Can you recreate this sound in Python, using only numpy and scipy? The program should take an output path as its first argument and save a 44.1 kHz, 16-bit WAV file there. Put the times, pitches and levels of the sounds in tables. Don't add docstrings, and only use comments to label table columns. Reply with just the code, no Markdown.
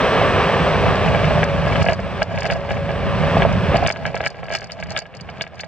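import sys
import numpy as np
from scipy import signal
from scipy.fft import rfft, irfft
from scipy.io import wavfile
from scipy.ndimage import uniform_filter1d

SR = 44100
rng = np.random.default_rng(int(sys.argv[2]) if len(sys.argv) > 2 else 0)


def ratio_of_db(decibels):
    return 10 ** (np.asarray(decibels, float) / 20)


def persist_wave(psi):
    counts = np.round(np.clip(psi, -1, 1) * 32767).astype(np.int16)
    wavfile.write(sys.argv[1], SR, np.atleast_2d(counts).T)


N = 250047

# time in seconds, drive effort in dB, gear mesh in dB,
# strain on the mount joint in dB.
LIFT_RUN = [(0, -17, -32, -42), (.45, -17.5, -50, -40), (.9, -19, -52.5, -29), (1.2, -21, -31, -26.5),
            (1.5, -20.5, -24, -24), (1.8, -22, -25.5, -21), (2.1, -20.5, -25.5, -26),
            (2.4, -19.5, -24, -13.5), (2.7, -19.5, -15, -22), (3.3, -16, -23, -23),
            (3.6, -18.5, -25, -28.5), (3.9, -18, -28, -20), (4.2, -21.5, -18, -12.5),
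            (4.5, -18.5, -38, -18.5), (4.8, -21, -44, -14), (5.1, -15.5, -32, -16.5),
            (5.67, -17.5, -37, -16)]
# frequency in Hz, level in dB.
RUMBLE_SPECTRUM = [(15, -50), (25, -26), (40, -14.5), (55, -1.5), (72, -1.5), (90, 1.5), (125, -3),
                   (156, 2.5), (200, -3.5), (280, -19), (430, -62), (900, -130)]
# frequency in Hz, level in dB per Hz.
WHIR_SPECTRUM = [(150, -26), (260, -5), (325, -11), (403, -1.5), (468, -3.5), (499, -0.5), (573, -1),
                 (666, -1.5), (860, -8), (1160, -4.5), (1410, -12), (1650, -8.5), (1980, -14), (2560, -13),
                 (3340, -18), (4340, -28), (7350, -120)]
# frequency in Hz, level in dB per Hz.
HISS_SPECTRUM = [(2500, -21), (3500, 6), (4300, -1), (5000, -1.5), (6000, -8.5), (7000, -20.5), (8000, -15),
                 (8600, -22.5), (9200, -53), (10250, -70.5), (10500, -28.5), (12200, -34), (13200, -37),
                 (16000, -39.5)]
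# frequency in Hz, side minus mid in dB.
SIDE_SHARE = [(60, -21), (100, -17), (160, -3.5), (230, -7), (330, -12), (600, -19.5), (1300, -21),
              (2500, -29), (3600, -21.5), (4500, -6.5), (8000, 3), (14000, -2)]
# frequency in Hz, rms level in dB.
INVERTER_LINES = [(3714, -60), (3907, -60), (4005, -61), (5913, -63), (6002, -59), (6094, -67),
                  (8010, -63.5), (8110, -69)]

# start in seconds, click peak in dB, arm thud relative to it in dB, shell
# tick relative to it in dB, brightness in dB per octave.
JOINT_SLIPS = [(0.214, -20, 12.5, -19, 2), (0.497, -24, 12, -19, 0), (0.56, -24, 10, -19, 1),
               (0.594, -17, 5.5, -20, 0), (0.628, -20, 1.5, -17, -1), (0.863, -15, 8, -26, -1),
               (0.9459, -20, 6, -5.5, 1), (1.0784, -16.5, 4, -14, -2), (1.1476, -11, -1.5, -24, -5),
               (1.2437, -12.5, -6, -14, -9), (1.274, -27, 4, -19, 0), (1.308, -23, 14, -18, 0),
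               (1.377, -27, 6, -20, 2), (1.431, -9.5, 0.5, -7, -9.5), (1.6678, -19.5, 8, -9.5, -1),
               (1.7241, -17.5, -4, -16, 1), (1.757, -10.5, -20, -17.5, 4), (1.8178, -16, -20.5, 3.5, -3),
               (1.8431, -23.5, 7, 1, 0), (1.864, -13.5, 4.5, -15.5, -3), (1.8858, -7, 0, -18, 2),
               (1.9007, -15.5, -1, -10.5, -2), (1.922, -16, 4.5, 2.5, 0), (1.9346, -20.5, 2, -10, 0),
               (1.9917, -25, 7, -9, 0), (2.219, -10.5, 0.5, -1, -6), (3.235, -20.5, 4, -12, 1),
               (3.3677, -18, 12.5, -10, -1), (3.4033, -20.5, 8.5, -22, -1), (3.421, -7, -2, -28, -3),
               (3.4285, -17, -12.5, -21, 0), (3.4501, -22.5, 19.5, -11, -1), (3.493, -24, 11.5, -20, 0),
               (3.5172, -27, 11, -1.5, 0),
               (2.3494, -29, -8, -4, 0), (2.3762, -15.5, -4, -11, 8), (2.396, -24.5, -11, 4.5, 2),
                 (2.4214, -15.5, -5, -8.5, 3), (2.444, -20, 2, -3, 0), (2.4545, -13.5, -6.5, -7.5, -5),
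                 (2.461, -16, -4, -7.5, -3), (2.5009, -10.5, -7, -14, 0), (2.5113, -21, 3.5, -1.5, -2),
                 (2.5242, -15.5, -7, -7.5, -2), (2.5578, -25.5, 5.5, -12, -2), (2.6917, -22.5, 0, -11, 4),
                 (2.7066, -15.5, -2.5, -13, 0), (2.7686, -25.5, 5, -19, 0), (2.891, -19.5, 3.5, -19, -2),
                 (2.9062, -20, 1, -13, -3),
               (3.744, -15.5, 11, -13, -3), (3.7589, -13, -2, 0, 0), (3.825, -22.5, 12.5, -7, -2),
                   (3.85, -23.5, 12.5, -29, 0), (3.8636, -9.5, -10, 2.5, 11), (3.882, -12.5, -2.5, -7.5, 9),
                   (3.902, -9.5, -8, -12.5, 0), (3.9127, -21.5, -5, 5, 0), (3.961, -20.5, -4, -15, 0),
                   (4.0535, -13.5, -4, -7, -10), (4.0667, -20.5, -2, -19, 0), (4.079, -26, -19, -25, -4),
                   (4.144, -19.5, 2.5, -4, 5), (4.1656, -16.5, -21, -10.5, -8), (4.205, -19, 3.5, -14, -7),
                   (4.2287, -24, 2, -9, 3), (4.2394, -16.5, -15, -13, 2), (4.248, -19, -8, 1, 2),
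                   (4.263, -8, -9, -6, -5), (4.267, -20, -19, 7, -5), (4.293, -33.5, -18, 3, 7),
                   (4.431, -24, 4, -13, -11), (4.4555, -28, -6, -9, 0), (4.484, -26, -1, -6, -4),
                   (4.503, -22.5, 2, -8, 0), (4.5126, -25, -3, 1, 0), (4.5265, -16.5, -15, -4, 2),
                   (4.5412, -17, -9, 3, 2), (4.55, -11, -11, -4, 2), (4.558, -18, -7.5, -2, 4),
               (4.5762, -25.5, -11, 2, 5), (4.598, -28.5, -3, 2, 2), (4.618, -23, -4, -8, 0),
              (4.6324, -31, -8, 6.5, 4), (4.699, -23.5, -21, -18, 15), (4.709, -29.5, -14, 10.5, 12),
              (4.79, -31, -5, 1, 2), (4.8262, -17.5, -8.5, -11.5, 3), (4.86, -30, -3, -9, 2),
              (4.895, -29.5, -13, 7.5, 4), (4.9097, -27, -8, 1.5, 8), (4.949, -28, -5, -11, 3),
              (4.964, -12.5, -19, -5, 24), (4.971, -30, -8, -7, 6), (4.9799, -18.5, -8, 8.5, 0),
              (4.9911, -19, -8, -3, 4), (5.0108, -33, -8, -1, 4), (5.0554, -28, -9, -16, -1),
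              (5.14, -29.5, -6, -5, 12), (5.1587, -34, -2, 2, 3), (5.1997, -31.5, -16, 1, 6),
              (5.2901, -23, -6, -13, 6), (5.397, -31, -2, -11, 8), (5.41, -13.5, -7, 2.5, 23),
              (5.4207, -25, -8, -5, -2), (5.439, -25, -6, -18, -2), (5.4664, -25, -5.5, -17, 5),
              (5.5961, -22, -11, 3.5, 12), (5.6, -24.5, -15, 3.5, 12), (5.6342, -22.5, -1.5, -16, 4),
               (4.04, -40, 6, -12, 0), (4.088, -43, -8, -7, 2), (4.345, -34.5, 6, -12, -3),
               (4.358, -36, -3, -6, -3), (4.388, -34.5, 4, -9, -3), (4.641, -31, -3, -18, -2),
               (4.661, -36, -8, -1, -4), (4.72, -40, -14, 7, 8), (4.729, -49, -15, 3, 6),
               (4.778, -43, -1, -8, 2), (4.8, -36, 3, -4, 0), (4.885, -36, 4, -1, 0),
               (4.918, -29, -8, -6, 0), (5.0179, -29.5, 1.5, -20, 3), (5.032, -41, 4, -12, 0),
               (5.1917, -38, -10, -11, 0), (5.277, -40, -8, -14, -8), (5.302, -42, -10, -12, -6),
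               (5.36, -44, -6, 0, 0), (5.3724, -31, -10, -11, 6), (5.452, -40, 4, -12, 0),
               (5.5342, -37, 5, -8, 0), (5.545, -39, 4, 0, 4), (5.5701, -42, -8, -2, 0),
               (5.5823, -36, -8, 2, 0), (5.612, -35, -8, -8, 4)]

# mode in Hz, level in dB, 60 dB decay in seconds, left minus right in dB,
# phase lead of the right in radians.
SWAY_MODES = [(168, -1, 0.29, -5, 2.74), (208, -1.5, 0.04, 0, 3.4), (127.4, -7.5, 0.15, -12, 0.99)]
# mode in Hz, level in dB, decay in seconds, left minus right in dB, right lead in radians.
ARM_MODES = [(492, -25.5, 0.13, -10, .1), (606, -11.5, 0.045, -17.5, 0.088), (666, 6, 0.037, -2.5, 0.039),
             (783, -2, 0.031, -4, .05)]
# mode in Hz, level in dB, decay in seconds, left minus right in dB, right lead in
JOINT_MODES = [(1344, -12, 0.056, 6, 0.56), (1658, 0.5, 0.044, 2, 0.74), (1950, -6, 0.019, 7, 0.2),
               (2136, -9.5, 0.015, 21.5, 0.079), (2280, -1.5, 0.024, -3.5, 0.28),
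               (2610, -5.5, 0.014, 8, -0.61), (2897, -6, 0.024, 2, -1.05), (3050, -15, 0.0066, 2.5, -2),
               (3460, -14, 0.015, 7.5, -1.6)]
# mode in Hz, level in dB, decay in seconds, left minus right in dB, right lead in
SHELL_MODES = [(4480, -1.5, 0.008, 3, -0.5), (4590, 4, 0.017, -3.5, -2.5), (5210, 4.5, 0.006, -1, 6.5),
               (5650, -1.5, 0.0041, -4.5, 1.0), (6230, -1, 0.0041, -14.5, 1.47),
               (6600, -11.5, .004, -12.5, 3), (7350, -14.5, 0.0036, -10, -8),
               (8700, -14, 0.0029, -17.5, 13)]
# mode in Hz, level in dB, decay in seconds, left minus right in dB, right lead
EDGE_MODES = [(9700, 8, 0.0023, -0.5, 1.3), (11000, -3.5, .002, 0.5, 1.3), (12300, -7, .002, 3, .9),
              (13400, -6.5, .002, -2, .9), (14500, -2, .002, -5, .9), (15300, -1, .002, -2.5, .9)]
# mode in Hz, level in dB, decay in seconds, left minus right in dB, right lead in radians.
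BODY_MODES = [(86, -1, .12, 0, .05), (140, -1, .08, -0.5, .3), (280, -7.5, 0.045, -3, .1),
              (410, -12, .07, -1, .1)]

# start in seconds, peak in dB, brightness in dB per octave.
CARRIAGE_BUMPS = [(1.263, -8, 0), (1.41, -7, 0), (1.547, -9, 0), (2.056, -17, 0), (2.188, -16, 0),
                  (2.209, -16, 0), (2.835, -17, 0), (3.364, -10, 0), (3.739, -5, 0), (3.806, -11, 0),
                  (3.859, -14, 0), (4.129, -21, 0), (4.204, -19, 0), (4.249, -26, 0), (4.779, -26, 0),
                  (4.899, -28, 0), (5.126, -34, 0), (5.248, -23, 0), (5.319, -31, 0), (5.387, -25, 0)]
# time in seconds, peak in dB.
EDGE_TICKS = [(1.4407, -52), (2.2284, -51), (3.8726, -42), (4.0632, -65), (4.2618, -59), (4.2722, -49),
              (4.5511, -50), (4.5511, -38), (4.6085, -77), (4.6429, -82), (4.7182, -76), (4.9726, -49),
              (4.9886, -36), (5.4166, -57), (5.4196, -42), (5.6057, -68)]
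# time in seconds, gain just after in dB.
GAIN_FALLS = [(1.441, -5.5), (1.827, -7), (1.93, -11.5), (2.23, -16.5), (2.536, -15.5), (3.442, -7.5),
              (3.769, -8.5), (3.874, -17.5), (3.914, -20), (4.065, -20), (4.274, -25.5), (4.557, -27.5),
              (4.719, -25.5), (4.991, -33.5), (5.209, -27), (5.42, -31), (5.607, -30.5)]
# frequency in Hz, level in dB.
TREBLE_DIP = [(8700, 0), (9200, -14), (10250, -16), (10500, 0)]

TREBLE_LAG_S = 0.0101
TILT_HZ = 2300


def unit(x):
    return x / np.sqrt(np.mean(x ** 2))


def walk(rate):
    k = int(SR / rate)
    held = np.repeat(rng.standard_normal(N // k + 1), k)
    return 1.332 * uniform_filter1d(uniform_filter1d(held, k), k)[:N]


def bumps(rate, spread_db):
    hit, size, sign = rng.random((3, N))
    strength = ratio_of_db(-spread_db * np.log(size + 0.036))
    return unit((hit < rate / SR) * strength * np.sign(sign - 0.4))


def colour(x, points, width=False):
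    size = 4096
    loghz = np.log(np.maximum(np.fft.rfftfreq(size, 1 / SR), 1))
    hz, level_db = np.transpose(points)
    db = np.interp(loghz, np.log(hz), level_db)
    if width:
        hz, side_db = np.transpose(SIDE_SHARE)
        db = db + np.interp(loghz, np.log(hz), side_db)
    cepstrum = irfft(np.log(ratio_of_db(db)))
    cepstrum[1:size // 2] *= 2
    cepstrum[size // 2 + 1:] = 0
    return signal.fftconvolve(x, irfft(np.exp(rfft(cepstrum))))[:N]


def steady(points, rate, spread_db, knock_share, flicker_db):
    drive = rng.standard_normal(N) + knock_share * bumps(rate, spread_db)
    mid = colour(drive * ratio_of_db(flicker_db * walk(14)), points)
    side_noise = rng.standard_normal(N) * ratio_of_db(flicker_db * walk(17))
    side = colour(side_noise, points, width=True) * np.std(drive)
    return np.array([mid + side, mid - side]) / np.std(mid)


def tone(hz, wobble_hz):
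    return np.sqrt(2) * np.sin(2 * np.pi * np.cumsum(hz + wobble_hz * walk(25.17)) / SR)


def frame_rumble(effort_db):
    build_db = -11.5 * np.exp(-np.arange(N) / SR / 1.16)
    level_db = -16 + build_db + 0.4 * (effort_db + 20)
    return ratio_of_db(level_db) * steady(RUMBLE_SPECTRUM, 40, 1.2, 0.16, 2.0)


def drive_whir(effort_db):
    return ratio_of_db(effort_db) * steady(WHIR_SPECTRUM, 400, 3.34, 0.55, 0.54)


def roller_hiss(effort_db):
    return ratio_of_db(-41 + 0.9 * (effort_db + 20)) * steady(HISS_SPECTRUM, 670, 3.0, 0.15, 0.63)


def gear_mesh(gear_db):
    settles_s = 1.46
    hz = 562 + 19 * (np.arange(N) < settles_s * SR)
    return ratio_of_db(gear_db - 1.5 + 2.5 * walk(25)) * tone(hz, 2.5)


def inverter():
    sound = np.zeros((2, N))
    fading_db = -2.5 * np.arange(N) / SR
    for hz, db in INVERTER_LINES:
        level = ratio_of_db(db + fading_db + 2.6 * walk(9))
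        sound += level * np.array([tone(hz, 5.0), tone(hz, 5.0)])
    return sound


def lift(effort_db, gear_db):
    sound = frame_rumble(effort_db) + drive_whir(effort_db) + roller_hiss(effort_db)
    sound = sound + gear_mesh(gear_db) + inverter()
    sound = np.array([sound[0], np.roll(sound[1], 2)])
    return sound * ratio_of_db(np.array([[-0.4], [0.4]]))


def ring(modes, at, db, rub_s, crumbs, low_hz, top_hz, scatter_db, tilt_db, snap=11, tail=0.034):
    out = np.zeros((2, N))
    t = np.arange(900) / SR
    index = np.minimum(at[:, None] + np.arange(len(t)), N - 1).ravel()
    rub = np.exp(-t / rub_s[:, None]) + tail * np.exp(-t / (3.4 * rub_s[:, None]))
    grit = rub * rng.standard_normal(rub.shape)
    grit[:, 0] = snap
    for hz, mode_db, t60, pan_db, lead in modes:
        pole = np.exp((2j * np.pi * hz - np.log(1000) / t60) / SR)
        energy = np.sum(np.abs(signal.lfilter([1], [1, -pole], grit)) ** 2, axis=1)
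        reach = np.sqrt(energy * (1 - abs(pole) ** 2))
        strike_db = db + tilt_db * np.log2(hz / TILT_HZ) + scatter_db * rng.standard_normal(len(at))
        size = ratio_of_db(strike_db) / reach
        push = np.bincount(index, (size[:, None] * grit).ravel(), N) + crumbs
        lean = ratio_of_db(4 * min(hz / 5000, 1) * walk(40) / 2)
        left = ratio_of_db(mode_db) * signal.lfilter([1], [1, -pole], push * lean)
        right = ratio_of_db(mode_db) * signal.lfilter([1], [1, -pole], push / lean)
        out[0] += ratio_of_db(pan_db / 2) * left.imag
        out[1] += ratio_of_db(-pan_db / 2) * (right * np.exp(1j * lead)).imag
    band = signal.butter(4, [low_hz, top_hz], "band", fs=SR, output="sos")
    return signal.sosfilt(band, out) / np.sqrt(2 * np.sum(ratio_of_db(np.array(modes)[:, 1]) ** 2))


def creak(strain_db):
    slips = JOINT_SLIPS
    s, click_db, arm_db, shell_db, bright_db = np.transpose(slips)
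    at = (s * SR).astype(int)
    click_db = click_db - gain_db()[at]
    arm_db = click_db + arm_db
    shell_db = click_db + shell_db
    edge_db = shell_db - 26.5 + 0.9 * shell_db
    rub_s = np.clip(3.8 * ratio_of_db(0.1 * shell_db), 0.1, 6) / 1000
    snaps = bumps(900, 4.1) * ratio_of_db(2.8 * walk(45)) / 10
    crowd_db, crowd_late_s = -15, 0.0041

    def part(modes, db, crowd_db, between_db, low_hz, top_hz, share=1, tilt_db=0, **rub):
        near = signal.fftconvolve(np.bincount(at, ratio_of_db(db), N), np.hanning(int(0.024 * SR)), "same")
        crowd = np.roll(np.abs(near), int(crowd_late_s * SR))
        crumbs = snaps * (ratio_of_db(crowd_db) * crowd + ratio_of_db(strain_db + between_db))
        return ring(modes, at, db, rub_s * share, crumbs, low_hz, top_hz, 1.97, tilt_db, **rub)

    sway = part(SWAY_MODES, arm_db - 9.5, crowd_db, -2.8, 58, 350)
    arm = part(ARM_MODES, arm_db + 2.5, crowd_db, 1.3, 380, 1340)
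    joint = part(JOINT_MODES, click_db - 0.5, crowd_db, -7.0, 1194, 3800, tilt_db=bright_db)
    shell = part(SHELL_MODES, shell_db + 3.5, crowd_db - 6, -13.0, 3060, 8740,
                 share=0.81, tilt_db=0.13 * bright_db, snap=6.0, tail=0.01)
    edge = part(EDGE_MODES[:3], edge_db - 2.5, 2 * crowd_db, -60, 7300, 13500,
                share=0.25, snap=3.0, tail=0)
    return sway + arm + joint + shell + edge


def thumps():
    s, db, tilt_db = np.transpose(CARRIAGE_BUMPS)
    at = (s * SR).astype(int)
    db = db - 5 - gain_db()[at] + tilt_db * np.log2(TILT_HZ / BODY_MODES[1][0])
    return ring(BODY_MODES, at, db, np.full(len(at), 0.004), 0, 40, 520, 0.97, tilt_db)


def edge_ticks():
    s, db = np.transpose(EDGE_TICKS)
    at = ((s - TREBLE_LAG_S) * SR).astype(int)
    db = db - 4 - gain_db()[at]
    return ring(EDGE_MODES[3:], at, db, np.full(len(at), 0.0012), 0, 12000, 15850, 1.5, 0, snap=3.0, tail=0)


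def gain_db():
    recover_db_s, drop_s = 13.5, 0.0013
    t, db = np.arange(N) / SR, np.zeros(N)
    for s, after_db in GAIN_FALLS:
        db = np.where(t >= s, np.minimum(0, after_db + recover_db_s * (t - s)), db)
    return uniform_filter1d(db, int(drop_s * SR))


def scene():
    t = np.arange(N) / SR
    s, *columns = np.transpose(LIFT_RUN)
    effort_db, gear_db, strain_db = (np.interp(t, s, c) for c in columns)
    return lift(effort_db, gear_db) + creak(strain_db) + thumps() + edge_ticks()


def band_limit(x):
    return signal.sosfilt(signal.butter(12, 15870, fs=SR, output="sos"), x)


def record(dry):
    low = signal.sosfiltfilt(signal.butter(6, 3780, fs=SR, output="sos"), dry)
    late = np.pad(dry - low, ((0, 0), (int(TREBLE_LAG_S * SR), 0)), "reflect")[:, :N]
    x = np.tanh(0.83 * (low + late) * ratio_of_db(gain_db())) / 0.76
    x = np.array([colour(channel, TREBLE_DIP) for channel in x])
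    x = signal.sosfilt(signal.ellip(8, 0.3, 60, 15800, fs=SR, output="sos"), x)
    return band_limit(x)


dry = scene()
out = record(dry)
persist_wave(out)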